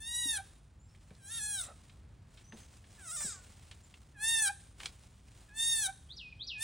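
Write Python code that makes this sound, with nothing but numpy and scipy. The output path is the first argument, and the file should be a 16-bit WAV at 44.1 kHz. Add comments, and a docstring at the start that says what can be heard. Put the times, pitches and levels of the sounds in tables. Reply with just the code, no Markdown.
"""A fawn bleats six times from a garden slope: vocal-fold harmonics shaped by nose, throat and mouth.
Most bleats arch in pitch (the third mainly sinks), turn hoarse as they fall and end in a nasal hum.
A songbird whistles its phrase twice in gliding pure tones, and far birds add thin notes.
Twigs snap as short noise bursts, soft steps thud, and leaves rustle as hiss with tiny ticks.
Under it lies a low outdoor rumble of noise; all is heard on a patio through two microphone ports."""
import sys
import numpy as np
from scipy import signal
from scipy.fft import rfft, irfft, next_fast_len
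from scipy.io import wavfile
from scipy.ndimage import uniform_filter1d

SR = 44100
rng = np.random.default_rng(int(sys.argv[2]) if len(sys.argv) > 2 else 0)


def file_out(sig):
    """Save sig as 16-bit WAV at sys.argv[1]."""
    # one column per channel
    cols = np.atleast_2d(sig).T
    # limit, then scale
    lim = np.clip(cols, -1, 1)
    pcm = np.round(lim * 32767).astype(np.int16)
    wavfile.write(sys.argv[1], SR, pcm)


N = 292383  # length in samples
TIME = np.arange(N) / SR  # s


# The fawn's bleats: (start [s], length [s], crest after the start [s],
#   pitch at the start [Hz], at the crest [Hz], at the end [Hz], in the closing hum [Hz],
#   mouth opens after the start [s], opening time [s], closing time [s],
#   soft whine [dB], throat [dB], mouth [dB], bright [dB], hum [dB], final hoarseness [0-1])
BLEAT_CALLS = [(0.0, 0.3797, 0.1834, 872.3, 958.5, 786.2, 792, 0.1002, 0.0534, 0.0041, -75.5, -44, -38.5, -40.5, -46, 0.444),
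               (1.219, 0.426, 0.2196, 780.1, 841.6, 629.4, 644.9, 0.096, 0.036, 0.02063, -79, -50.5, -43.5, -43.5, -53.5, 0.99),
               (3.085, 0.2319, 0.049, 635.9, 610.7, 433.6, 348, 0.00054, 0.0315, .024, -60.5, -58.5, -54, -44.5, -80, 0.028),
               (4.184, 0.30386, 0.1159, 800.2, 914.9, 752.9, 803.8, 0.0433, 0.01352, 0.00212, -56.5, -38.5, -35.5, -36.5, -40, 0.304),
               (5.505, .368, .166, 826.1, 920, 737.7, 770.8, 0.0744, 0.0118, 0.0042, -61, -46.5, -36, -38, -41.5, 0.268),
               (6.572, 0.29, 0.132, 836, 945, 735, 770, 0.03996, 0.00826, 0.0035, -60, -44, -38.5, -36, -41.5, .2)]


def fawn():
    """The fawn's voice: each call is sung by its own vocal folds and mouth movement."""
    out = np.zeros(N)
    for row in BLEAT_CALLS:
        add(out, *bleat(row))
    return out


# Shapes of the fawn's four groups of resonances: (frequency [Hz], level [dB])
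NOSE_SHAPE = [(350, -32.5), (600, 8.5), (790, 7.5), (950, 1.5), (1300, -52.5), (2500, -68)]
THROAT_SHAPE = [(500, -74.5), (1000, -57), (1300, 2), (1750, 3), (2200, -9.5), (2750, -6.5), (3400, -22.5),
                (6000, -63.5)]
MOUTH_SHAPE = [(1500, -74), (2750, -39.5), (3200, -6.5), (3440, -14.5), (3560, -3.5), (3700, 1),
               (3850, -2.5), (4100, -12), (4650, -15.5), (5400, -41), (9000, -64.5)]
BRIGHT_SHAPE = [(2500, -63), (4200, -28.5), (4900, -20), (5600, -1.5), (6500, -0.5), (7400, -1.5),
                (8400, 4.5), (9400, 8.5), (10200, 7.5), (11200, -0.5), (12500, -15), (16000, -6.5)]
# The voice cracks upward: (middle [s], half length [s], pitch jump [share of the pitch],
#   strong-weak alternation of cycles [0-1], hoarseness [0-1])
VOICE_CRACKS = [(1.345, .051, .112, 0.42, 0.17), (3.141, 0.025, 0.16, 0, 0.06)]
# a soft closed-mouth whine sinks into each bleat that has time before it
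LEAD_HZ, LEAD_SINK_HZ_PER_S, WHINE_FADE_S = 899.27, 2250, 0.042
HUM_DELAY_S, HUM_S = 0.012, 0.0074  # the closing hum; a slowly closing mouth delays and lengthens it
RASP_LEAD_S, RASP_S = 0.0234, .022  # the voice turns hoarse just before the hum
# below this pitch, and at the edges of a crack, the folds lose their grip
TAUT_HZ, SLACK_HOARSE, CRACK_HOARSE = 927, 0.74, 0.536


def bleat(row, shimmer=0.03, nose_db=-13, hum_throat_db=-5, sink_power=0.29, throat_sink=0.53,
          upper_power=1.114, linger=4.8):
    """Harmonics of the vocal folds pass through nose, throat and mouth as the mouth opens and shuts."""
    start, length, crest, start_hz, top_hz, end_hz, hum_hz, opens, opening, closing = row[:10]
    whine_db, throat_db, mouth_db, bright_db, hum_db, final_hoarse = row[10:]
    end = start + length
    lead_s = max(LEAD_HZ - start_hz, 0) / LEAD_SINK_HZ_PER_S
    t = np.arange(max(start - lead_s, 0), end + 2 * HUM_DELAY_S + linger * closing, 1 / SR)
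    hum_at = end + HUM_DELAY_S + 2 * closing

    pitch = pitch_arch(t - start, length, crest, start_hz, top_hz, end_hz, hum_hz, closing)
    slack = np.maximum(1 - pitch / TAUT_HZ, 0)
    rasp = final_hoarse * bump(t, hum_at - RASP_LEAD_S, RASP_S + 2 * closing)
    hoarse = SLACK_HOARSE * slack + rasp
    doubling = np.zeros(len(t))
    for s, half, jump, alternation, rough in VOICE_CRACKS:
        crack = np.exp(-((t - s) / half) ** 6)
        pitch = pitch * (1 + jump * crack)
        # the sine peaks on the two edges of the crack
        hoarse = hoarse + rough * crack + CRACK_HOARSE * alternation * np.sin(np.pi * crack)
        doubling = doubling + alternation * crack
    pitch = uniform_filter1d(pitch, size=500)  # the larynx moves in rounded arcs

    # alternately strong and weak cycles put lines halfway between the harmonics
    k = np.arange(2, 57)[:, None] / 2
    line_gain = np.where(k % 1 == 0, 1, np.minimum(doubling, 1))
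    lines = folds(k, pitch, np.clip(hoarse, 0, 1)) * line_gain

    opened = step(t, start + opens, opening)
    not_shut = 1 - step(t, end, closing)
    whine_fade_in = np.minimum((t - t[0]) / WHINE_FADE_S, 1)
    whine = gain_of(whine_db) * whine_fade_in * (1 - step(t, hum_at, 2 * closing))
    hum = gain_of(hum_db) * bump(t, hum_at, HUM_S + closing)
    open_throat = gain_of(throat_db) * opened * (1 - step(t, end + HUM_DELAY_S, closing))
    throat = whine + open_throat + gain_of(hum_throat_db) * hum
    nose = gain_of(nose_db) * throat + hum
    upper = opened ** upper_power * not_shut

    # throat and bright resonances sink with the larynx, the bright ones most
    sink = (pitch / TAUT_HZ) ** sink_power
    groups = [(NOSE_SHAPE, nose, 1),
              (THROAT_SHAPE, throat, sink ** throat_sink),
              (MOUTH_SHAPE, gain_of(mouth_db) * upper, 1),
              (BRIGHT_SHAPE, gain_of(bright_db) * upper, sink)]
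    voice = np.zeros(len(t))
    for shape, gain, shift in groups:
        top_db = max(db for hz, db in shape)
        resonance = gain_of(read(shape, k * pitch / shift) - top_db)
        voice += gain * (resonance * lines).sum(0)
    shimmering = 1 + shimmer * wander(len(t), rate_hz=30)
    return t[0], voice * shimmering * signal.windows.tukey(len(t), .03)


RISE_POWER, FALL_POWER = 1.91, 2.84  # the pitch arch is flat on top and falls more steeply than it rises


def pitch_arch(t, length, crest, start_hz, top_hz, end_hz, hum_hz, closing):
    """Pitch sinks into the call, curves through its crest and settles on the closing hum."""
    rise = (top_hz - start_hz) * np.clip(1 - t / crest, 0, 1) ** RISE_POWER
    fall = (top_hz - end_hz) * np.clip((t - crest) / (length - crest), 0, 1) ** FALL_POWER
    lead = LEAD_SINK_HZ_PER_S * np.maximum(-t, 0)
    settle = (hum_hz - end_hz) * (1 - np.exp(-np.maximum(t - length, 0) / (2 * closing)))
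    return top_hz - rise - fall + lead + settle


def folds(k, pitch, hoarse, jitter=0.00128, hoarse_jitter=0.032, rasp=0.537, ripple_db=3.2, waver=0.004514):
    """Lines at the multiples k of the pitch; upper ones swell and fade most, hoarseness frays all to noise."""
    size = len(pitch)
    slow_drift = waver * wander(size, rate_hz=16.9)
    fast_drift = (jitter + hoarse_jitter * hoarse) * wander(size, rate_hz=130)
    turns = np.cumsum(pitch * (1 + slow_drift + fast_drift)) / SR
    ripple = np.array([wander(size, rate_hz=34.5) for _ in k]) * np.minimum(k * pitch / 6000, 1)
    fray = np.array([wander(size, rate_hz=144) for _ in k])
    tones = np.sqrt(2) * np.cos(2 * np.pi * (k * turns + rng.random(k.shape)))
    lines = tones * gain_of(ripple_db * ripple)
    return lines * (np.sqrt(1 - hoarse ** 2) + rasp * hoarse * fray)


# The songbird's phrase, a rise, a long fall and a flick: (time after its start [s], length [s],
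#   from [Hz], to [Hz], glide [s], level [dB], attack [s], fade [dB per s])
PHRASE_NOTES = [(0, 0.061, 3043, 6146, .068, 1, 0.0254, 305.5),
                (.074, 0.1353, 6288, 2483, .03, -6.5, 0.0134, 49.5),
                (0.227, .02, 2620, 2330, .016, -8, .008, 101.5)]
# When the phrase is sung: (time [s], level [dB])
PHRASE_TIMES = [(6.084, -44), (6.388, -37.5)]
# Thin notes of far birds: (time [s], length [s], from [Hz], to [Hz], glide [s], level [dB],
#   attack [s], fade [dB per s])
FAR_BIRD_NOTES = [(0.778, .11, 6800, 7480, .04, -75, 0.026, 61.5),
                  (0.854, 0.086, 5188, 5480, 0.0475, -76, 0.043, 41.5),
                  (2.409, 0.24, 5710, 6310, 0.0687, -62, 0.0644, 60),
                  (3.831, 0.015, 7600, 7100, 0.0083, -61.5, 0.0087, 264)]


def birds():
    """One songbird whistles its phrase twice; other birds whistle thinly from far off."""
    out = np.zeros(N)
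    for s, db in PHRASE_TIMES:
        for delay, *note in PHRASE_NOTES:
            add(out, s + delay, gain_of(db) * whistle(*note))
    for s, *note in FAR_BIRD_NOTES:
        add(out, s, whistle(*note))
    return out


GLIDE_POWER = 1.5  # a bird's glide starts slowly, speeds up and settles


def whistle(length, from_hz, to_hz, glide, db, attack, fade_db_per_s):
    """A pure tone glides from one pitch to another, swelling and then fading."""
    t = np.arange(0, length, 1 / SR)
    hz = to_hz + (from_hz - to_hz) * np.exp(-(t / glide) ** GLIDE_POWER)
    level = gain_of(db - fade_db_per_s * t) * np.minimum(t / attack, 1) ** 2
    tone = np.sqrt(2) * np.sin(2 * np.pi * np.cumsum(hz) / SR)
    return level * tone * signal.windows.tukey(len(t), .1)


# Twigs and dry leaves cracking: (time [s], peak level [dB], centre [Hz], time to fade by 60 dB [s])
TWIG_SNAPS = [(.948, -54, 2220, 0.0223), (1.106, -51, 1970, 0.015), (1.151, -52, 5000, 0.0103),
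              (1.895, -50.5, 3130, 0.0454), (2.372, -49, 3330, 0.154), (2.522, -42, 1700, 0.035),
              (2.841, -53.5, 2180, 0.025), (3.204, -41, 1474, 0.15), (3.712, -40, 2960, 0.0465),
              (3.94, -45, 3030, 0.028), (4.802, -36.5, 2480, 0.045), (4.833, -36, 2900, 0.0096),
              (4.857, -25, 4100, 0.0202), (5.284, -52, 2600, 0.0047)]
# Shared colour of the cracks: (frequency [Hz], level [dB])
CRACKLE_COLOUR = [(150, -41), (600, 7), (1500, 4), (4200, 0.5), (6300, -6.5), (9300, 2.5), (11500, -15.5),
                  (16000, -16.5)]


def snaps(sharpness=1.495, rise=0.00087):
    """Each crack is a fast-dying noise burst, strongest around the twig's own pitch."""
    out, t = np.zeros(N), np.arange(SR // 5) / SR
    for s, db, centre_hz, t60 in TWIG_SNAPS:
        def twig(hz):
            return 1 / (1 + 1j * sharpness * (hz / centre_hz - centre_hz / (hz + 1)))

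        burst = filtered(coloured(rng.standard_normal(len(t)), CRACKLE_COLOUR), twig)
        burst = burst * gain_of(-60 * t / t60) * (1 - np.exp(-t / rise))
        add(out, s, gain_of(db) * burst / abs(burst).max())
    return out


# Soft steps and bumps on the patio: (time [s], level before the fade [dB], pitch [Hz],
#   time to fade by 60 dB [s], scuff [relative to the thud])
SOFT_STEPS = [(0.254, -37.5, 281.4, 0.118, 0.134), (1.11, -38, 171.8, 0.0543, 0.6),
              (2.527, -44, 222.5, 0.173, 1), (3.245, -41, 159, 0.156, 1)]


def steps(rise=0.00437):
    """A damped low thud with dull scuffing: the same pitch, roughened by a random level."""
    out, t = np.zeros(N), np.arange(SR // 4) / SR
    for s, db, hz, t60, scuff in SOFT_STEPS:
        scuffing = scuff * np.cos(2 * np.pi * hz * t) * wander(len(t), rate_hz=440)
        thud = np.sin(2 * np.pi * hz * t) + scuffing
        envelope = gain_of(db - 60 * t / t60) * (1 - np.exp(-t / rise))
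        add(out, s, envelope * evened(thud) / np.sqrt(2))
    return out


# Gusts of rustling foliage: (middle [s], half length [s], level [dB])
LEAF_GUSTS = [(0.447, 0.125, -66), (1.09, 0.16, -71), (1.814, 0.15, -69.5), (2.397, .09, -67.5),
              (2.599, 0.0472, -58.5), (2.735, 0.084, -63), (2.958, 0.089, -61.5), (3.49, 0.349, -63),
              (3.983, 0.118, -70), (4.642, 0.07, -67), (4.841, 0.0485, -54), (4.973, 0.161, -63.5),
              (5.386, 0.135, -65.5), (5.98, 0.169, -73)]
# Colour of the leaves: (frequency [Hz], relative level per Hz [dB])
LEAF_COLOUR = [(200, 6.5), (500, 5.5), (1500, 2), (3300, 2.5), (6000, 0), (9500, 5), (12000, -10),
               (16000, -2)]
HUSH_DB = -77.5  # the leaves between gusts


def rustle(ticks_per_s=260, tick_size=0.35, size_db=3.5, flutter_db=1.99):
    """Leaves brush in uneven clumps: a soft hiss with tiny ticks in it."""
    struck = rng.random((2, N)) < ticks_per_s / SR
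    ticks = struck * gain_of(size_db * np.minimum(rng.exponential(1, (2, N)), 4))
    tick_pulses = uniform_filter1d(ticks, size=24) * 24  # each tick lasts 24 samples
    grains = rng.standard_normal((2, N)) * (1 + tick_size * tick_pulses)
    level = gain_of(HUSH_DB) + sum(gain_of(db) * bump(TIME, s, half) for s, half, db in LEAF_GUSTS)
    flutter = gain_of(flutter_db * wander(N, rate_hz=55))
    return spread(*coloured(grains, LEAF_COLOUR)) * level * flutter


# Colour of the outdoor rumble: (frequency [Hz], relative level per Hz [dB])
RUMBLE_COLOUR = [(20, -30.5), (35, -9.5), (55, 1.5), (100, -2), (170, -11.5), (260, -18), (400, -26),
                 (1000, -30), (3000, -39.5), (12000, -55)]
AIR_DB = -57.5


def air(swell_db=0.9041):
    """Low outdoor rumble: mostly deep noise, slowly swelling."""
    rumble = spread(*coloured(rng.standard_normal((2, N)), RUMBLE_COLOUR))
    return rumble * gain_of(AIR_DB + swell_db * wander(N, rate_hz=0.96))


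# How long the garden's faint tail lasts: (frequency [Hz], time to fade by 60 dB [s])
GARDEN_FADE = [(200, .3), (1500, 0.51), (4000, 0.663), (9000, 0.671), (16000, 0.087)]


def garden(x, near_db, far_db, near_t60=.09):
    """Ground, fence and furniture scatter the sound back at once; trees and house add a faint tail."""
    size = SR * 3 // 4
    t = np.arange(size) / SR
    # sparse random echoes, 2500 per second after the first 2 ms
    taps = rng.choice([-1., 1.], (2, size)) * (rng.random((2, size)) < 2500 / SR) * (t > .002)
    near = taps * gain_of(-60 * t / near_t60)
    # each frequency of the tail fades at its own rate
    hz, frame_s, z = signal.stft(taps, SR, nperseg=256)
    fade = gain_of(-60 * frame_s / read(GARDEN_FADE, hz)[:, None])
    tail = signal.istft(z * fade, SR, nperseg=256)[1][:, :size]
    tail = tail * np.minimum(t / 0.0045, 1)
    echoes = gain_of(near_db) * evened(near) + gain_of(far_db) * evened(tail)
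    response = spread(*echoes) / np.sqrt(size)
    return x + signal.fftconvolve(x[None], response, axes=1)[:, :N]


# How alike left and right are in diffuse sound: (frequency [Hz], likeness [0-1])
LEFT_RIGHT_LIKENESS = [(100, 1), (290, .85), (640, .55), (1400, .85), (2400, .99), (16000, .95)]


def spread(a, b):
    """Two unrelated sounds become a diffuse left-right pair: a shared part and an opposed part."""
    def likeness(hz):
        return np.clip(read(LEFT_RIGHT_LIKENESS, hz), 0, 1)

    common = filtered(a, lambda hz: np.sqrt((1 + likeness(hz)) / 2))
    apart = filtered(b, lambda hz: np.sqrt((1 - likeness(hz)) / 2))
    return np.array([common + apart, common - apart])


def gain_of(db):
    """Decibels to amplitude."""
    return 10 ** (np.asarray(db) / 20)


def evened(x):
    """Scales to rms 1."""
    return x / np.sqrt(np.mean(x ** 2) + 1e-20)


def read(points, hz):
    """Reads a spectrum on a log-frequency axis."""
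    f, value = np.transpose(points)
    return np.interp(np.log(hz + 1), np.log(f + 1), value)


def add(mix, s, sound):
    """Mixes a sound in at time s."""
    part = mix[max(round(s * SR), 0):][:len(sound)]
    part += sound[:len(part)]


def filtered(x, response):
    """Applies a response given as a function of frequency."""
    size = x.shape[-1]
    padded = next_fast_len(size + 2048, True)
    spectrum = rfft(x, padded) * response(np.fft.rfftfreq(padded, 1 / SR))
    return irfft(spectrum, padded)[..., :size]


def coloured(x, spectrum):
    """Shapes a sound by the spectrum and scales it to rms 1."""
    return evened(filtered(x, lambda hz: gain_of(read(spectrum, hz))))


def wander(size, rate_hz):
    """Smooth random motion of rms 1."""
    return evened(filtered(rng.standard_normal(size), lambda hz: 1 / (1 + (hz / rate_hz) ** 2)))


def bump(t, s, length):
    """A smooth rise and fall around the time s."""
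    return np.exp(-((t - s) / length) ** 2)


def step(t, s, time):
    """A smooth step from 0 to 1 around s."""
    return .5 + .5 * np.tanh((t - s) / (2 * time))


def scene():
    """The fawn, birds, snaps and steps echo in the garden; leaves and air surround them."""
    deer = garden(fawn(), near_db=-13.5, far_db=-22.5, near_t60=0.1223)
    song = garden(birds(), near_db=-3.5, far_db=-8.5, near_t60=0.068)
    ground = garden(snaps() + steps(), near_db=-7.5, far_db=-44, near_t60=0.103)
    return deer + song + ground + rustle() + air()


# Phase lead of the left port over the right: (frequency [Hz], phase [radians])
PORT_PHASE = [(300, 0), (900, -.5), (1250, 0), (4200, 0), (4800, -.6), (5300, 0), (6400, 0), (7200, -.65),
              (12200, -3.1), (16000, -4.2)]
# Left port over right: (frequency [Hz], level [dB])
PORT_BALANCE = [(400, 0), (750, -3), (1100, -3), (1500, 0)]
EDGE_HZ = 15900  # upper band limit


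def record(dry):
    """The two ports differ in colour and drift out of phase in the treble; then the band limit."""
    half = np.array([[.5], [-.5]])  # each port takes half of the difference

    def ports(hz):
        return np.exp(1j * half * read(PORT_PHASE, hz)) * gain_of(half * read(PORT_BALANCE, hz))

    low_pass = signal.firwin(511, EDGE_HZ, window=("kaiser", 9), fs=SR)
    return signal.oaconvolve(filtered(dry, ports), low_pass[None], "same")


dry = scene()
out = record(dry)
file_out(out)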